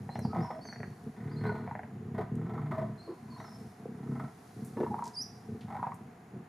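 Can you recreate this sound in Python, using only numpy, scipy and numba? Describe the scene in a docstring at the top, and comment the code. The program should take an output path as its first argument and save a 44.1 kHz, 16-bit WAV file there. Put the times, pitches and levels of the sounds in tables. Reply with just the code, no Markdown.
"""Growling comes first: lions crowd round a carcass in dry bush, snarling over each other.
Slow flaps of the vocal folds ring belly, chest and throat, and at times tighten into moans.
Rasping puffs ring the open mouth and break out as ringing tones, crackles and barks.
Noise bursts make short dry clicks, gliding tones call as small birds, and sparse echoes off
the trees scatter all of these over a faint hiss of air, insects and dry grass."""
import sys
import numpy as np
from scipy import signal
from scipy.fft import rfft, irfft
from scipy.io import wavfile
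from scipy.ndimage import uniform_filter1d
from numba import njit

SR = 44100
rng = np.random.default_rng(int(sys.argv[2]) if len(sys.argv) > 2 else 0)


def to_wav(s):
    """Save 16-bit WAV."""
    ch = np.atleast_2d(s).T  # columns
    pcm = np.round(np.clip(ch, -1, 1) * 32767)  # PCM
    wavfile.write(sys.argv[1], SR, pcm.astype(np.int16))


N = 285768

# Table levels are source levels, before the mix gains in the functions.
# Growls: start_s, crest_s, end_s, crest_db, swell_db, fade_db, flap_rate_hz, belly_boost_db,
# throat_db (relative to chest)
GROWL_CALLS = [(0.0, 0.006, 0.14, -45, -0.5, 4, 32.8, 3.5, -14.5),
               (0.153, 0.263, .33, -39.5, 4, 7, 33.4, 3.5, -10.5),
               (.336, 0.398, 0.45, -37, 1, 7, 39.2, 3.5, -10.5),
               (.512, 0.526, .72, -46.5, -1, 4.5, 29, -6, -16),
               (.761, 0.807, 0.93, -44.5, 7.5, 4.5, 28.7, 2, -7.5),
               (1.008, 1.071, 1.114, -41, 12.5, 27, 36, 7.5, -6.5),
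               (1.175, 1.48, 1.653, -38, 9.5, 4.5, 38, 1, -7.5),
               (1.668, 1.74, 2, -47.5, 2.5, 0, 24.6, 3, -17.5),
               (1.932, 2.177, 2.3, -39, 12, 13, 33.4, 4.5, -6.5),
               (2.315, 2.358, 2.64, -37.5, -1, 5.5, 40, 2, -7.5),
               (2.705, 2.84, 3.01, -40.5, 1, 16, 37, 1, -10.5),
               (3.196, 3.339, 3.56, -43.5, 8, 10.5, 36, -4, -19),
               (3.535, 3.601, 3.65, -50.5, 3.5, -1.5, 28.6, 5.5, -7),
               (3.798, 4.095, 4.25, -38, 10, 4, 34.2, -8, -14),
               (4.564, 4.616, 4.76, -40.5, 3, 11.5, 36.6, -6, -11),
               (4.764, 4.907, 5.09, -40.5, -2.5, 14, 29.4, -5.5, -8),
               (5.2, 5.21, 5.54, -55, -4.5, 3, 32.7, 3, -8.5),
               (5.487, 5.513, 5.56, -38.5, 5, 5, 33, -9.5, -5),
               (5.606, 5.781, 6.1, -45.5, 3, 8.5, 27.5, 0.5, -17),
               (6.3, 6.363, 6.43, -41.5, 10.5, 17, 31.6, -6, -13.5)]
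# Snarls: start_s, crest_s, end_s, crest_db, swell_db, fade_db, puff_rate_hz, puff_decay_s,
# teeth_rasp_db, jaw_hz
SNARL_CALLS = [(0.345, 0.382, 0.47, -37, 5, 11, 50, 0.012, -10, 761),
               (0.508, .515, 0.6, -52, -6.5, 3, 24.5, 0.013, -7.5, 704),
               (1.165, 1.3, 1.47, -58, 4, 7, 27.3, 0.019, 0, 740),
               (1.409, 1.462, 1.704, -46, 7, 6.5, 35.4, 0.016, -6, 863),
               (2.146, 2.182, 2.38, -43, 7, 28, 32, 0.018, -6.5, 708),
               (2.372, 2.54, 2.674, -47.5, 9, 3.5, 24.5, 0.024, -6.5, 787),
               (2.712, 2.785, 3.06, -42.5, -2, 33, 29, 0.024, -10.5, 655),
               (3.074, 3.12, 3.38, -58, 3, 36, 38.8, 0.011, -20, 1000),
               (3.283, 3.42, 3.7, -48, 10, 33, 25.8, 0.011, -6, 796),
               (3.947, 4.2, 4.28, -47.5, 17.5, 9, 24.1, 0.014, -6.5, 785),
               (4.77, 4.833, 4.9, -45.5, 4, 18, 30.7, 0.01, -7.5, 1018),
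               (4.906, 4.947, 5.07, -42.5, 9, -2, 26.5, 0.02, -22, 943),
               (5.682, 5.704, 5.775, -44, 3, -3, 48, 0.011, -11, 797),
               (5.789, 5.83, 5.9, -38, 3, 11, 25, 0.019, -17, 965)]
# Moans: start_s, end_s, first_pitch_hz, last_pitch_hz, level_db
MOAN_TONES = [(.35, 0.435, 181.5, 156, -32.5), (1.199, 1.537, 141.5, 153, -41.5),
              (2.33, 2.522, 136.4, 184, -37.5), (2.47, 2.916, 155.7, 133.9, -40),
              (1.196, 1.62, 106.7, 115, -46), (2.5, 2.986, 115.1, 113.8, -45.5),
              (3.045, 3.148, 330.6, 354.5, -49), (4.001, 4.277, 135.9, 132.8, -46),
              (5.49, 5.559, 183.6, 208.8, -56), (6.315, 6.428, 213, 149.9, -45)]
# Resonances that sing out of the snarls: start_s, end_s, pitch_hz, level_db
RING_TONES = [(0.282, 0.42, 1280, -48.5), (0.416, .535, 969, -47), (0.496, .625, 635.4, -44.5),
              (1.425, 1.532, 425.5, -36), (1.435, 1.525, 1504, -44.5), (2.179, 2.228, 417.6, -34),
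              (2.736, 2.873, 639.4, -40.5), (4.906, 4.943, 828.7, -35.5)]
# Crackles, single sharp pulses: time_s, mouth_db, mouth_hz, teeth_rasp_db
CRACKLE_PULSES = [(0.091, -36, 738, -47), (0.156, -33.5, 754, -44), (0.19, -36, 670, -47),
                  (0.332, -32.5, 760, -53), (0.36, -28.5, 790, -52), (0.504, -32.5, 680, -53),
                  (0.592, -39.5, 640, -61), (0.653, -43.5, 730, -50), (0.687, -46, 764, -48.5),
                  (0.726, -46, 696, -43), (0.759, -47, 660, -46.5), (0.803, -45, 668, -48),
                  (0.831, -41.5, 736, -39.5), (1.453, -33, 900, -41.5), (1.493, -35.5, 920, -43),
                  (1.519, -40, 650, -51), (1.676, -36.5, 730, -47.5), (1.711, -34, 905, -45),
                  (1.752, -33.5, 737, -40.5), (1.792, -36.5, 729, -44), (1.833, -41, 748, -46),
                  (2.579, -37.5, 1001, -62), (4.864, -33.5, 950.5, -58), (4.942, -29.5, 834, -64),
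                  (4.99, -32.5, 942, -62), (5.023, -32.5, 929, -54), (5.753, -34, 770, -52),
                  (5.828, -27.5, 910, -55), (5.868, -31, 781.4, -51), (5.919, -34, 1010, -48)]
# Barks: time_s, throat_db, throat_hz, mouth_db, mouth_hz, decay_s
BARK_SHOVES = [(.25, -29.5, 164, -38, 795, 0.0062), (2.182, -43, 434, -36.5, 674, 0.016),
               (2.716, -44, 347, -36, 1128, 0.0096), (2.822, -35, 219.7, -42, 650, 0.006),
               (3.077, -42.5, 362, -55.5, 1030, 0.049), (3.855, -35.5, 465.5, -49, 650, 0.0035),
               (4.194, -41, 250.3, -42, 1240, 0.005), (4.77, -36.5, 375.4, -45.5, 948.6, 0.023),
               (4.803, -22.5, 410, -41, 780, 0.0073), (4.83, -27, 412.3, -37.5, 920, 0.0071)]
# Short dry clicks (twig-like snaps, a rasp tick, a four-click bird rattle):
# time_s, level_db, centre_hz, decay_s
CLICK_BURSTS = [(0.154, -56.5, 2570, 0.0091), (.191, -51.5, 9700, 0.0033), (2.354, -61, 8150, 0.0033),
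                (4.647, -58, 9400, 0.029), (5.04, -51.5, 6540, 0.0066), (5.055, -50.5, 5830, 0.0052),
                (5.067, -53, 6440, 0.0048), (5.077, -50.5, 5840, 0.0073), (5.609, -61.5, 3005, 0.025),
                (5.942, -61, 9517, 0.012)]
# Close bird's rising whistle: time_s, pitch_hz, level_db
WHISTLE_PATH = [(5.135, 4810, -62), (5.155, 5443, -44), (5.159, 4520, -51.5), (5.17, 4774, -37.5),
                (5.19, 4857, -35), (5.208, 4996, -37), (5.222, 5643, -34), (5.235, 5880, -44.5),
                (5.245, 6143, -62)]
# Birds further off: start_s, length_s, first_hz, middle_hz, last_hz, level_db
CHIRP_NOTES = [(0.095, 0.067, 4030, 4120, 4230, -57.5), (0.135, 0.063, 4880, 5500, 6200, -65),
               (0.21, 0.07, 6220, 4700, 4910, -57.5), (0.403, 0.073, 4718, 5430, 4970, -58),
               (0.609, 0.057, 4300, 4546, 4320, -55.5), (0.64, 0.052, 5940, 6180, 5470, -59),
               (0.664, 0.056, 4840, 4396, 4620, -51.5), (0.71, 0.038, 6200, 5780, 5750, -60),
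               (1.291, 0.076, 3860, 4730, 4180, -65.5), (1.36, 0.041, 4120, 4223, 4310, -58.5),
               (1.454, 0.037, 4050, 4105, 4260, -55.5), (2.975, 0.083, 4157, 4201, 4437, -59),
               (3.088, 0.033, 4876, 4738, 4750, -74), (3.299, 0.066, 4530, 4310, 4200, -60.5),
               (3.365, 0.1, 5103, 5874, 5456, -67.5), (3.376, 0.05, 3790, 3870, 4300, -66),
               (3.438, 0.138, 5363, 5230, 5280, -59.5)]
# Dry grass rustle: time_s, level_db
GRASS_LEVELS = [(0, -76.5), (.7, -79), (1.0, -76.5), (1.4, -80.5), (2.5, -83.5), (3.1, -78.5),
                (3.62, -73.5), (3.9, -79), (4.6, -72.5), (5.75, -78.5), (6.48, -83)]
# Chest resonance outline: frequency_hz, relative_db
CHEST_OUTLINE = [(30, -64.5), (48, -61), (70, -14.5), (100, -5), (135, 0.5), (170, -2), (230, 0),
                 (280, -9.5), (380, -17.5), (560, -36.5), (900, -70.5), (4000, -87)]
# Throat resonance outline: frequency_hz, relative_db
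THROAT_OUTLINE = [(180, -40.5), (300, -2.5), (360, 0), (385, -9.5), (415, 9.5), (470, -3.5), (570, -30.5),
                  (900, -59.5), (4000, -91.5)]
# Open-mouth resonance outline: frequency_hz, relative_db
MOUTH_OUTLINE = [(350, -28.5), (570, -26.5), (635, 6), (780, -1), (880, -2), (1020, 5), (1150, -7),
                 (1290, -0.5), (1420, -27), (2000, -35), (4000, -48)]
# Bared-teeth rasp outline: frequency_hz, relative_db
TEETH_OUTLINE = [(900, -18), (1350, -10), (1510, 11.5), (1630, -3), (1820, 7), (2080, 3.5), (2450, -13),
                 (2660, -23), (3400, -14.5), (6000, -28.5), (14000, -33)]
# Still air over the bush, spectrum outline: frequency_hz, relative_db
BUSH_OUTLINE = [(25, -34.5), (114, -4), (219, -2.5), (307, -12.5), (443, -9.5), (575, -23), (709, -8),
                (874, -17.5), (1910, -23.5), (2990, -35.5), (10200, -60.5), (15500, -47)]

BUSH_DB = -53.5
BELLY_HZ, BELLY_WIDTH_HZ = 87.0, 95.0
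# Slack folds flap less evenly: roughness (0-1) at a firm growl's crest, and its rise per dB below
FIRM_DB, FIRM_ROUGH, ROUGH_PER_DB = -37, .14, 0.06
# Covering the teeth rounds the lips: rasp level at half rounding, dB of rounding per dB less rasp
HALF_ROUND_DB, ROUNDING_DB_PER_DB = -11, 2.1
TOP_HZ = 15100


def growls():
    """Slack vocal folds flap about thirty times a second and ring belly, chest and throat."""
    starts, _, ends, crest_db, *_, belly, throat = np.transpose(GROWL_CALLS)
    roughness = FIRM_ROUGH + ROUGH_PER_DB * (FIRM_DB - crest_db)
    calls = [(*call, .016, rough) for (*call, _, _), rough in zip(GROWL_CALLS, roughness)]
    folds = flaps(calls, jitter_s=0.0028, scatter_db=1.57, attack_s=0.00017)
    # the chest takes a cycle or two to swell after each flap (an all-pass)
    swollen = folds - 2 * svf(folds, np.full(N, 160.), 135.0)
    belly_gain = undb(by_phrase(starts, ends, belly)) - 1
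    deep = belly_gain * svf(swollen, np.full(N, BELLY_HZ), BELLY_WIDTH_HZ)
    chest_sound = colour(swollen + deep, CHEST_OUTLINE)
    throat_sound = colour(folds * undb(by_phrase(starts, ends, throat)), THROAT_OUTLINE)
    return undb(0.5) * chest_sound + undb(-1.0) * throat_sound


def snarls():
    """Puffs of air ring the open mouth; the jaw moves its resonance and bared teeth add rasp."""
    starts, _, ends, *_, teeth, hz = np.transpose(SNARL_CALLS)
    calls = [(*call, .97) for *call, _, _ in SNARL_CALLS]
    air = flaps(calls, jitter_s=0.000794, scatter_db=1.94, attack_s=0.0011)
    teeth_db = by_phrase(starts, ends, teeth)
    jaw_hz = by_phrase(starts, ends, hz)
    # rounded lips gather the sound into the one jaw resonance
    focus = undb(ROUNDING_DB_PER_DB * (HALF_ROUND_DB - teeth_db))
    jaw = resonate(air, jaw_hz, width_hz=90)
    mouth = (colour(air, MOUTH_OUTLINE) + focus * jaw) / np.hypot(1, focus)
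    rasp = air * undb(teeth_db)
    # narrow upper mouth resonances ride along with the jaw
    upper = resonate(rasp, 1.7 * jaw_hz, width_hz=52)
    upper += undb(-13.5) * resonate(rasp, 2.68 * jaw_hz, width_hz=50)
    return undb(-2.5) * mouth + undb(-4.0) * colour(rasp, TEETH_OUTLINE) + undb(-6.0) * upper


def moans():
    """The folds tighten into a dark, unsteady tone that swells and fades."""
    track = np.zeros(N)
    wobble_hz = 5.4 * waver(size=400)
    throb = undb(2.0 * waver(size=400))
    for start_s, end_s, first_hz, last_hz, db in MOAN_TONES:
        i = np.arange(int(start_s * SR), int(end_s * SR))
        hz = np.linspace(first_hz, last_hz, len(i)) + wobble_hz[i]
        phase = 2 * np.pi * np.cumsum(hz) / SR
        tone = np.sin(phase) + undb(-12.0) * np.sin(2 * phase) + undb(-22.5) * np.sin(3 * phase)
        swell = np.sqrt(2 * np.hanning(len(i)))
        add(track, start_s, undb(db) * swell * throb[i] * tone)
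    return track


def rings():
    """Throat or mouth holds its shape and one narrow resonance sings out of the rasp, as a sine."""
    track = np.zeros(N)
    wobble = .016 * waver(size=120)
    throb_db = 3.5 * waver(size=250)
    for start_s, end_s, hz, db in RING_TONES:
        i = np.arange(int(start_s * SR), int(end_s * SR))
        phase = 2 * np.pi * np.cumsum(hz * (1 + wobble[i])) / SR
        add(track, start_s, undb(db + throb_db[i]) * signal.windows.tukey(len(i)) * np.sin(phase))
    return track


def crackles():
    """The folds snap once: a slap rings mouth and teeth; soft flesh swallows the treble."""
    track = np.zeros(N)
    for s, mouth_db, mouth_hz, teeth_db in CRACKLE_PULSES:
        slap = puff(decay_s=0.0092, rough=0.43)
        mouth = resonate(slap, mouth_hz, width_hz=310)
        teeth = resonate(slap, 1760, width_hz=1100)
        add(track, s, crest_at(mouth, mouth_db - .3) + crest_at(teeth, teeth_db + 3.0))
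    return signal.sosfilt(signal.butter(7, 2150, fs=SR, output="sos"), track)


def barks():
    """Sudden hard shoves of air ring throat and mouth at once."""
    track = np.zeros(N)
    for s, throat_db, throat_hz, mouth_db, mouth_hz, decay_s in BARK_SHOVES:
        size = np.sqrt(decay_s * SR)
        mouth_air = size * puff(decay_s, rough=1.0)
        mouth = resonate(mouth_air, mouth_hz, width_hz=260)
        mouth += undb(-50) * colour(mouth_air, TEETH_OUTLINE)
        throat = resonate(size * puff(decay_s, rough=0.87), throat_hz, width_hz=132)
        add(track, s, undb(throat_db) * throat + undb(mouth_db) * mouth)
    return track


def clicks():
    """Short dry clicks: decaying noise bursts through a broad resonance."""
    track = np.zeros(N)
    for s, db, hz, decay_s in CLICK_BURSTS:
        burst = resonate(puff(decay_s, rough=1.0), hz, width_hz=0.95 * hz)
        add(track, s, undb(db) * np.sqrt(decay_s * SR) * burst)
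    return track


def near_bird():
    """One upslurred whistle with its octave and a slight random flutter."""
    hz, db = curves(WHISTLE_PATH)
    t = np.arange(N) / SR
    flutter = 0.0096 * unit(uniform_filter1d(rng.standard_normal(N), size=60))
    phase = 2 * np.pi * np.cumsum(hz * (1 + flutter)) / SR
    sounding = (t > WHISTLE_PATH[0][0]) * (t < WHISTLE_PATH[-1][0])
    return sounding * undb(db) * (np.sin(phase) + undb(-17.5) * np.sin(2 * phase))


def far_birds():
    """Thin gliding notes with a faint octave; wide glides flutter more, twigs on the way blur each."""
    track = np.zeros(N)
    for s, length_s, first_hz, middle_hz, last_hz, db in CHIRP_NOTES:
        u = np.linspace(0, 1, int(length_s * SR))
        flutter = unit(uniform_filter1d(rng.standard_normal(SR // 4), size=50))[:len(u)]
        hz = np.polyval(np.polyfit([0, .5, 1], [first_hz, middle_hz, last_hz], 2), u)
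        hz = hz + (25 + 0.11 * np.ptp(hz)) * flutter
        phase = 2 * np.pi * np.cumsum(hz) / SR
        level = undb(db + 2 * flutter) * np.sqrt(np.abs(np.sin(np.pi * u)))
        note = level * (np.sin(phase) + undb(-20.0) * np.sin(2 * phase))
        add(track, s, signal.fftconvolve(note, puff(.015, .25)))
    return track


def background():
    """Filtered noises: still air over the bush, a thin insect band, grainy rustling grass."""
    (grass_db,) = curves(GRASS_LEVELS)
    grain_db = np.repeat(rng.exponential(size=N // 64 + 1), 64)[:N]
    grains = unit(rng.standard_normal(N) * undb(grain_db))
    grass = colour(grains, [(2000, -18.0), (4000, 0.5), (6000, 0.0), (8200, -4.5),
                            (10000, 1.0), (12500, -6.5), (15500, -15.5)])
    insects = resonate(rng.standard_normal(N), 6770, width_hz=380)
    air = colour(rng.standard_normal(N), BUSH_OUTLINE)
    return undb(BUSH_DB) * air + undb(grass_db + 5.0) * grass + undb(-84) * insects


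def trees(x, t60_s, wet_db, side_db, gap_s):
    """Direct sound plus sparse decaying echoes off the trunks, which fade in around gap_s."""
    t = np.arange(SR) / SR
    echoes = rng.standard_normal((2, SR)) * (rng.random((2, SR)) < .05)
    tails = echoes * undb(-60 * t / t60_s) * np.clip(t / gap_s - .5, 0, 1)
    mid, side = (signal.fftconvolve(x, h / np.linalg.norm(h))[:N] * undb(wet_db) for h in tails)
    return spread(x + mid, undb(side_db) * side)


def spread(mid, side):
    """Left and right; close microphones hear the bass alike, so the difference loses its lows."""
    side = signal.sosfilt(signal.butter(3, 520, "high", fs=SR, output="sos"), side)
    return np.array([mid + side, mid - side])


def flaps(calls, jitter_s, scatter_db, attack_s):
    """Uneven trains of puffs that swell to a crest and fade."""
    track = np.zeros(N)
    for start, crest, end, db, swell_db, fade_db, rate_hz, decay_s, rough in calls:
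        for s in np.arange(start, end, 1 / rate_hz):
            late, size = rng.standard_normal(2)
            effort_db = np.interp(s, [start, max(crest, start), end],
                                  [db - swell_db, db, db - fade_db])
            gain = undb(effort_db + scatter_db * size) * np.sqrt(SR / rate_hz)
            add(track, s + jitter_s * rough * late, gain * puff(decay_s, rough, attack_s))
    return track


def puff(decay_s, rough, attack_s=.0001):
    """A slap, then turbulence that builds and dies; about unit energy, the share rough is noise."""
    t = np.arange(SR // 5) / SR
    rough = np.clip(rough, 0, 1)
    shape = np.exp(-t / decay_s) * np.minimum(t / attack_s, 1)
    spectrum = rfft(rng.standard_normal(len(t)) * shape)
    # partly flatten the spectrum: only mild chance colour remains
    flat = spectrum / np.sqrt(uniform_filter1d(np.abs(spectrum), size=16) + 1e-12)
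    air = irfft(flat, len(t)) * np.clip(2 - 4 * t / t[-1], 0, 1)
    air *= np.sqrt(rough) / np.linalg.norm(air)
    air[0] += np.sqrt(1 - rough)
    return air


def colour(x, points):
    """Causal minimum-phase filter of unit energy with the given (Hz, dB) outline."""
    size = 8192
    hz, db = np.transpose(points)
    grid_hz = np.maximum(np.fft.rfftfreq(size, 1 / SR), 1)
    cepstrum = irfft(np.log(undb(np.interp(np.log(grid_hz), np.log(hz), db))))
    # fold the cepstrum forward in time
    cepstrum[1:size // 2] *= 2
    cepstrum[size // 2 + 1:] = 0
    ring = irfft(np.exp(rfft(cepstrum)))
    return signal.fftconvolve(x, ring / np.linalg.norm(ring))[:len(x)]


@njit
def svf(x, hz, width_hz):
    """State-variable band-pass with a moving centre."""
    y, band, low = np.empty(len(x)), 0., 0.
    for i in range(len(x)):
        g, k = np.tan(np.pi * hz[i] / SR), width_hz / hz[i]
        v = (band + g * (x[i] + 1e-18 - low)) / (1 + g * (g + k))
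        band, low, y[i] = 2 * v - band, low + 2 * g * v, k * v
    return y


def resonate(x, hz, width_hz):
    """A steep resonance (two in a row) that keeps the power of white noise."""
    centre_hz = np.minimum(hz, .45 * SR) * np.ones(len(x))
    once = svf(x, centre_hz, float(width_hz))
    return svf(once, centre_hz, float(width_hz)) * np.sqrt(2 * SR / (np.pi * width_hz))


def crest_at(x, db):
    """Scale a short sound so that its loudest few milliseconds have this level."""
    return x * undb(db) / np.sqrt(uniform_filter1d(x ** 2, size=176).max())


def by_phrase(starts, ends, values):
    """A control that holds one value per phrase and glides between phrases."""
    return np.interp(np.arange(N) / SR, np.ravel([starts, ends], "F"), np.repeat(values, 2))


def curves(rows):
    """One value per sample for each column after time_s."""
    s, *columns = np.transpose(rows)
    return [np.interp(np.arange(N) / SR, s, c) for c in columns]


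def waver(size):
    """Smooth random wander of rms 1, averaged twice over size samples."""
    return unit(uniform_filter1d(uniform_filter1d(rng.standard_normal(N), size), size))


def unit(x):
    """Scale to rms 1."""
    return x / np.sqrt(np.mean(x ** 2) + 1e-20)


def undb(db):
    """Decibels to gain."""
    return 10 ** (np.asarray(db) / 20)


def add(track, s, sound):
    """Mix a sound into the track at time s."""
    i = int(np.clip(s * SR, 0, N - 1))
    track[i:i + len(sound)] += sound[:N - i]


def scene():
    """Lions ahead, birds around them in the trees."""
    voices = growls() + moans() + snarls() + rings() + barks() + crackles()
    lions = trees(voices, t60_s=0.34, wet_db=-10.0, side_db=-5.5, gap_s=0.0055)
    dry_clicks = trees(clicks(), t60_s=.35, wet_db=-8, side_db=-8, gap_s=.008)
    whistle = trees(near_bird(), t60_s=0.46, wet_db=-8.5, side_db=-10, gap_s=0.0044)
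    whistle = whistle * undb(np.array([[-1.2], [1.2]]))  # right of centre
    chirps = trees(far_birds(), t60_s=.72, wet_db=-3.5, side_db=-8, gap_s=.006)
    bush = spread(background(), undb(-6.0) * background())
    return lions + chirps + whistle + dry_clicks + bush


def record(dry):
    """The recorder cuts the deepest bass and the top."""
    dry = signal.sosfilt(signal.butter(2, 35, "high", fs=SR, output="sos"), dry)
    return signal.sosfilt(signal.ellip(8, .2, 70, TOP_HZ, fs=SR, output="sos"), dry)


dry = scene()
out = record(dry)
to_wav(out)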